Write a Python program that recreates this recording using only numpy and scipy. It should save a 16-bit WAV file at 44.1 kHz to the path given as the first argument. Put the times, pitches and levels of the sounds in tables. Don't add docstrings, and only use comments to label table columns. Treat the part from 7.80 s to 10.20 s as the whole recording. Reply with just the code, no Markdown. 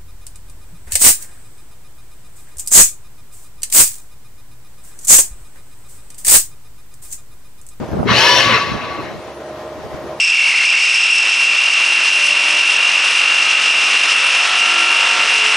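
import sys
import numpy as np
from scipy import signal
from scipy.fft import rfft, irfft, next_fast_len
from scipy.io import wavfile
from scipy.ndimage import uniform_filter1d, map_coordinates

SR = 44100
rng = np.random.default_rng(int(sys.argv[2]) if len(sys.argv) > 2 else 0)


def unload_audio(sound):
    columns = np.transpose(np.atleast_2d(sound))
    steps = np.round(np.clip(columns, -1, 1) * 32767)
    wavfile.write(sys.argv[1], SR, steps.astype(np.int16))


N = 105840

# freq_hz, correlation
MOTOR_ALIKE = [(500, 1), (1000, 0.94), (2000, 0.7), (5000, 0.89), (9000, 0.16)]
# freq_hz, left_over_right_db
MOTOR_BALANCE = [(500, 0.5), (1300, 0.5), (2200, 5), (3700, 10), (6000, 2.5), (12000, 1.5)]
# freq_hz, left_lead_radians
MOTOR_LEAD = [(600, 0.18), (1500, 0.32), (3500, 0.59), (6000, 0.76)]


def motor():
    return placed(shaft() + casing_noise() + ringing_parts(), MOTOR_BALANCE, MOTOR_LEAD)


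# time_s, turns_per_s
SHAFT_SPEED = [(.26, 60), (.32, 165), (.345, 192), (.365, 214), (.385, 229), (.42, 248), (.45, 260),
               (.48, 267), (.52, 271.5), (.56, 274.5), (.594, 275.5), (.61, 237), (.625, 217), (.645, 190),
               (.665, 162), (.7, 125), (.8, 75)]
# time_s, tones_db, fan_db
DRIVE = [(.27, -56, -43), (.33, -33, -28), (.365, -19, -21), (.395, -17.5, -26), (.46, -19.5, -24),
         (.53, -17.5, -21), (.592, -18.5, -24), (.61, -23, -22), (.645, -23.5, -23), (.675, -30, -29),
         (.72, -45, -42), (.8, -60, -57)]
SHAFT_MULTIPLES = [2, 8, 10, 11, 12, 13, 15, 17, 19, 20, 21]
SHAFT_MULTIPLES_DB = [-11, -14, -13, -2, -13, -3, -13, -11, -13, -7, -7]
# multiple, width_hz, level_db under the drive
FAN_BANDS = [(20.36, 180, 2.5), (13.08, 190, 0.5)]
TONE_JITTER, TONE_FLUTTER_DB = .002, 3


def shaft():
    speed = curves(SHAFT_SPEED)[0]
    tones_db, fan_db = curves(DRIVE)
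    tones = 0
    for multiple, db in zip(SHAFT_MULTIPLES, SHAFT_MULTIPLES_DB):
        level = amp(db + TONE_FLUTTER_DB * wobble(70.7))
        tones = tones + level * sine(multiple * speed * (1 + TONE_JITTER * wobble(59.5)))
    fan = sum(amp(db) * wobble(2 * width) * sine(multiple * speed) for multiple, width, db in FAN_BANDS)
    driven = (tones * amp(tones_db) + fan * amp(fan_db)) * gate(DRIVE)
    return filtered(driven, lambda hz: amp(-5.5) * casing(hz, column=2) ** .5)


CASING_HZ = [530, 980, 1528, 1715, 1890, 2070, 2148, 2548, 2720, 2990, 3330, 3936, 4140, 4420, 5485, 6045,
             7543]
# (both under the lift, half their dB in peak gain)
CASING = [(56, -14, 10), (50, -1, -8), (18.519, -2, 13.5), (45.4, -6, 13), (13, 1, -21), (16, -5, -16),
          (29, 2, -22), (24.7, 2, 5), (11, 7, 11), (45, -26, 6), (11.4, -3, -2), (24, 10, 6), (19, 8.5, 5),
          (70, -3, -1), (90, -2, -7.5), (29.8, -7, -5), (14, -8, 8.5)]
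CASING_LIFT_DB = 9.5


def casing(hz, column):
    peaks = 0
    for centre, mode in zip(CASING_HZ, CASING):
        peaks = peaks + amp(mode[column]) / (1 + (2 * (hz - centre) / mode[0]) ** 2)
    return np.sqrt(1 + amp(2 * CASING_LIFT_DB) * peaks)


# time_s, casing_rattle_db, brush_and_fan_hiss_db
MOTOR_NOISE = [(0.25, -62, -67), (0.256, -43, -65), (0.282, -21.5, -32.5), (0.304, -15.5, -24),
               (0.368, -17.5, -15), (0.386, -17.5, -11.5), (0.608, -17.5, -13.5), (0.716, -13, -22),
               (0.726, -14.5, -20.5), (1.224, -34.5, -54.5), (1.434, -50, -60), (1.448, -50, -47),
               (1.462, -48, -62), (1.55, -51, -59)]
# freq_hz, density_db
RATTLE = [(250, -12), (500, -3), (780, -12.5), (1100, 6.5), (1500, -1), (2200, 0.5), (3500, -6.5),
          (5500, -16.5), (6800, -37), (9000, -56)]
# freq_hz, density_db
HISS = [(1200, -9.5), (2500, -2), (3500, -3), (5000, -4.5), (6000, -3.5), (7000, -15.5), (8500, -25),
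        (11000, -18.5), (13500, -35), (15300, -50)]


def casing_noise():
    rattle_db, hiss_db = curves(MOTOR_NOISE)
    rattle_noise = rush(lambda hz: closed(RATTLE)(hz) * casing(hz, column=1), MOTOR_ALIKE, patchy_db=2.0)
    hiss_noise = rush(lambda hz: closed(HISS)(hz) * casing(hz, column=2), MOTOR_ALIKE, patchy_db=1.8)
    rattle = amp(rattle_db - 0.5 + 2.8 * wobble(13.32)) * rattle_noise
    hiss = amp(hiss_db - 1.25) * hiss_noise
    return (rattle + hiss) * gate(MOTOR_NOISE)


# time_s, level_db
TUBE = [(.3, -45), (.33, -31), (.346, -19), (.362, -31), (.5, -30), (.635, -32), (.667, -16), (.695, -26),
        (.72, -29), (.745, -19), (.77, -27), (.806, -21), (.86, -26), (.9, -37), (.926, -29), (.948, -37),
        (1.018, -31), (1.046, -40), (1.076, -34), (1.14, -31), (1.21, -30), (1.24, -46), (1.3, -48)]
# time_s, level_db
HULL = [(0.2, -40), (0.26, -33), (0.286, -32), (0.358, -24), (0.488, -46), (0.668, -29), (0.752, -35),
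        (0.8, -42)]
# time_s, level_db
WHISTLE = [(.78, -54), (.815, -40), (.85, -47), (.9, -46), (.94, -55)]
# time_s, pitch_hz, level_db
GROAN = [(.66, 531, -36), (.7, 529, -22.5), (.735, 476, -33), (.765, 443, -23.5), (.79, 400, -46)]
# time_s, pitch_hz, level_db
GEAR_MESH = [(.36, 780, -38), (.384, 836, -21), (.393, 870, -29), (.404, 890, -17), (.44, 928, -25),
             (.456, 960, -19), (.49, 972, -17), (.544, 986, -20), (.594, 986, -21), (.604, 965, -32),
             (.615, 850, -42)]
# time_s, pitch_hz, level_db
PANEL = [(.37, 1690, -34), (.41, 1700, -22), (.435, 1700, -28), (.474, 1729, -16), (.5, 1732, -20),
         (.53, 1735, -31), (.56, 1740, -38)]
TUBE_HZ, TUBE_TWIN_HZ, TUBE_TWIN_DB = 1133, 1156, -8
HULL_HZ, WHISTLE_HZ = 119, 5006


def ringing_parts():
    tube = ring(TUBE, TUBE_HZ) + amp(TUBE_TWIN_DB) * ring(TUBE, TUBE_TWIN_HZ)
    fixed_pitch = tube + ring(HULL, HULL_HZ) + ring(WHISTLE, WHISTLE_HZ)
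    return fixed_pitch + sum(ring(rows, curves(rows)[0]) for rows in (GROAN, GEAR_MESH, PANEL))


# time_s, level_db
WASH_LEVEL = [(0.0, -32), (0.23, -33), (0.38, -17.5), (0.46, -20.5), (0.59, -21), (0.75, -30),
              (1.14, -29.5), (1.4, -33), (2.4, -31)]
# freq_hz, density_db
WASH = [(40, -22), (100, -8.5), (250, -8), (330, -1), (450, -0.5), (620, 0.5), (800, -3), (1000, -6.5),
        (1200, -7.5), (1500, -11.5), (3000, -20), (6400, -27), (7200, -33)]
# freq_hz, correlation
WASH_ALIKE = [(200, 0.97), (800, 1), (1600, 0.7), (5000, 0.38)]
# freq_hz, left_over_right_db
WASH_BALANCE = [(300, 1), (800, -2.5), (2200, 3.5), (3700, 5.5), (6100, 1)]


def water_wash():
    level = amp(curves(WASH_LEVEL)[0] + 0.63 * wobble(24.1))
    wash = level * rush(closed(WASH), WASH_ALIKE, patchy_db=1.15)
    return placed(wash, WASH_BALANCE, [(600, 0.033), (3000, 0.19)])


# start_s, start_pitch_hz, level_db before attack and a gain of 3, t60_s
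THUMPS = [(.15, 171, -17, 0.047), (0.169, 310, -12, 0.025), (.228, 630, -12, 0.017),
          (0.257, 359, -12, 0.063), (.78, 594, -14.5, 0.023), (1.155, 665, -18, .025),
          (1.185, 287, -18, 0.092), (1.203, 870, -18.5, 0.015), (1.315, 297, -30, 0.011),
          (1.644, 520, -23, 0.04), (2.04, 374, -19, 0.04)]
THUMP_RISE = 0.34


def thumps_and_glugs():
    out, t = np.zeros(N + SR), np.arange(SR // 4) / SR
    for start, hz, db, t60 in THUMPS:
        phase = 2 * np.pi * hz * (t + THUMP_RISE * t * t / t60)
        attack = 1 - np.exp(-t / (0.19 * t60))
        out[round(start * SR):][:len(t)] += amp(db - 60 * t / t60) * attack * 3 * np.sin(phase)
    return out[:N]


# time_s, level_db
WIND_LEVEL = [(0.0, -26.5), (0.04, -26.5), (0.07, -35), (0.16, -21), (0.26, -22), (0.31, -18),
              (0.45, -42.5), (0.55, -39), (0.58, -26.5), (0.62, -35), (0.65, -29), (0.73, -25.5),
              (0.78, -39.5), (0.95, -25), (1.0, -34), (1.08, -37), (1.12, -39), (1.2, -36), (1.29, -35.5),
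              (1.36, -33.5), (1.45, -51.5), (1.9, -66), (2.0, -45), (2.14, -40.5), (2.17, -43), (2.35, -54),
              (2.4, -58)]
# freq_hz, density_db
BUFFET = [(12, -67.5), (20, -18), (117, 0), (242, 0.5), (280, -6), (507, -8.5), (755, -16), (1500, -25.5),
          (1950, -43), (3300, -120)]
# centre_s, width_s, left_db, right_db
POPS = [(0.171, 0.00042, -8, -15), (.231, 0.00033, -7, -2.5), (.32, .001, -22, -12),
        (0.72, 0.0014, -27, -21), (.92, 0.0012, -9, -13), (1.318, 0.00091, -22, -27),
        (1.382, 0.00061, -32, -24), (1.489, 0.0027, -32, -33), (1.98, 0.0025, -30, -38),
        (2.05, 0.0027, -29, -24), (2.145, 0.0023, -19, -27), (2.25, 0.0027, -35, -33)]
BUFFET_LUMP_DB, BUFFET_LUMP_RATE = 3.5, 45


def wind():
    lumps = amp(BUFFET_LUMP_DB * np.array([wobble(BUFFET_LUMP_RATE), wobble(BUFFET_LUMP_RATE)]))
    gain = lambda hz: amp(np.where(hz > 3000, -62.0, along(BUFFET, hz)))
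    buffeting = unit(lumps * rush(gain, [(100, -0.065), (400, -0.13)], patchy_db=0.0))
    out = amp(curves(WIND_LEVEL)[0] + 3.0) * buffeting
    for centre, width, left_db, right_db in POPS:
        u = (np.arange(N) / SR - centre) / width
        pulse = (1 - u * u) * np.exp(-u * u / 2)
        out = out + np.array([[amp(left_db)], [-amp(right_db)]]) * pulse
    return out


HUM_HZ = [70.6, 140.8, 211.3, 281.5, 344.9, 563.9, 622, 947.5, 1038, 1874]
HUM_DB = [-52, -54, -54, -56.5, -44.5, -46.5, -38.5, -62, -49.5, -58.5]
# time_s, gain_db
HUM_SWELL = [(0, -3), (1.2, -2), (1.34, 4.5), (1.45, -3), (1.6, 0.9), (1.85, 4.5), (1.93, 1.5), (2.05, 2.5),
             (2.33, 5.5), (2.4, 0)]
HUM_FLUTTER_DB, HUM_FLUTTER_RATE = 2, 35


def hum():
    waver = 1 + .001 * wobble(4)
    lines = 0
    for hz, db in zip(HUM_HZ, HUM_DB):
        lines = lines + amp(db + HUM_FLUTTER_DB * wobble(HUM_FLUTTER_RATE)) * sine(hz * waver)
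    return amp(curves(HUM_SWELL)[0]) * lines


def scene():
    return motor() + water_wash() + thumps_and_glugs() + wind() + hum()


# freq_hz, density_db
MIC_HISS = [(3000, -8), (7000, 0.5), (10000, -0.5), (13000, -4), (14300, -10), (15200, -35)]
MIC_HISS_DB = -55
CLIP_TOP, CLIP_HARD = 1.05, 8
TOP_HZ = 15400


def record(dry):
    x = dry + amp(MIC_HISS_DB) * rush(closed(MIC_HISS), [(5000, 0.11), (12000, 0.24)], patchy_db=4.5)
    x = x / (1 + np.abs(x / CLIP_TOP) ** CLIP_HARD) ** (1 / CLIP_HARD)
    return filtered(x, lambda hz: hz < TOP_HZ)


def ring(rows, hz):
    level = amp(curves(rows)[-1] + 2.5 * wobble(70))
    return level * sine(hz * (1 + .003 * wobble(40))) * gate(rows)


def sine(hz):
    return np.sqrt(2) * np.sin(2 * np.pi * np.cumsum(hz) / SR + rng.uniform(0, 2 * np.pi))


def rush(gain, alike, patchy_db):
    z = signal.stft(rng.standard_normal((2, N)), nperseg=512)[2]
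    field = uniform_filter1d(uniform_filter1d(rng.standard_normal(z.shape[1:]), 4, 0), 8, 1)
    pair = signal.istft(z * amp(patchy_db * unit(field)), nperseg=512)[1][:, :N]
    turn = lambda hz: np.arccos(np.clip(along(alike, hz), -1, 1)) / 2
    mid, side = filtered(pair, lambda hz: gain(hz) * np.array([np.cos(turn(hz)), np.sin(turn(hz))]))
    return unit(np.array([mid + side, mid - side]))


def placed(pair, balance, lead):
    half = np.array([[.5], [-.5]])
    return filtered(pair, lambda hz: amp(half * along(balance, hz)) * np.exp(1j * half * along(lead, hz)))


def filtered(x, response):
    m = next_fast_len(N + SR // 2)
    return irfft(rfft(x, m) * response(np.fft.rfftfreq(m, 1 / SR)), m)[..., :N]


def closed(points):
    low, high = (points[0][0] / 2, -70), (points[-1][0] * 1.5, -70)
    return lambda hz: amp(along([low] + list(points) + [high], hz))


def along(points, hz):
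    f, v = np.transpose(points)
    return np.interp(np.log(hz + 1), np.log(f + 1), v)


def curves(rows):
    s, *columns = np.transpose(rows)
    return [np.interp(np.arange(N) / SR, s, column) for column in columns]


def gate(rows):
    first, last = rows[0][0], rows[-1][0]
    return np.interp(np.arange(N) / SR, [first - .02, first, last, last + .02], [0, 1, 1, 0])


def wobble(rate):
    return map_coordinates(rng.standard_normal(int(N * rate / SR) + 4), [np.arange(N) * rate / SR])


def amp(db):
    return 10 ** (np.asarray(db) / 20)


def unit(x):
    return x / np.sqrt(np.mean(x ** 2) + 1e-20)


dry = scene()
out = record(dry)
unload_audio(out)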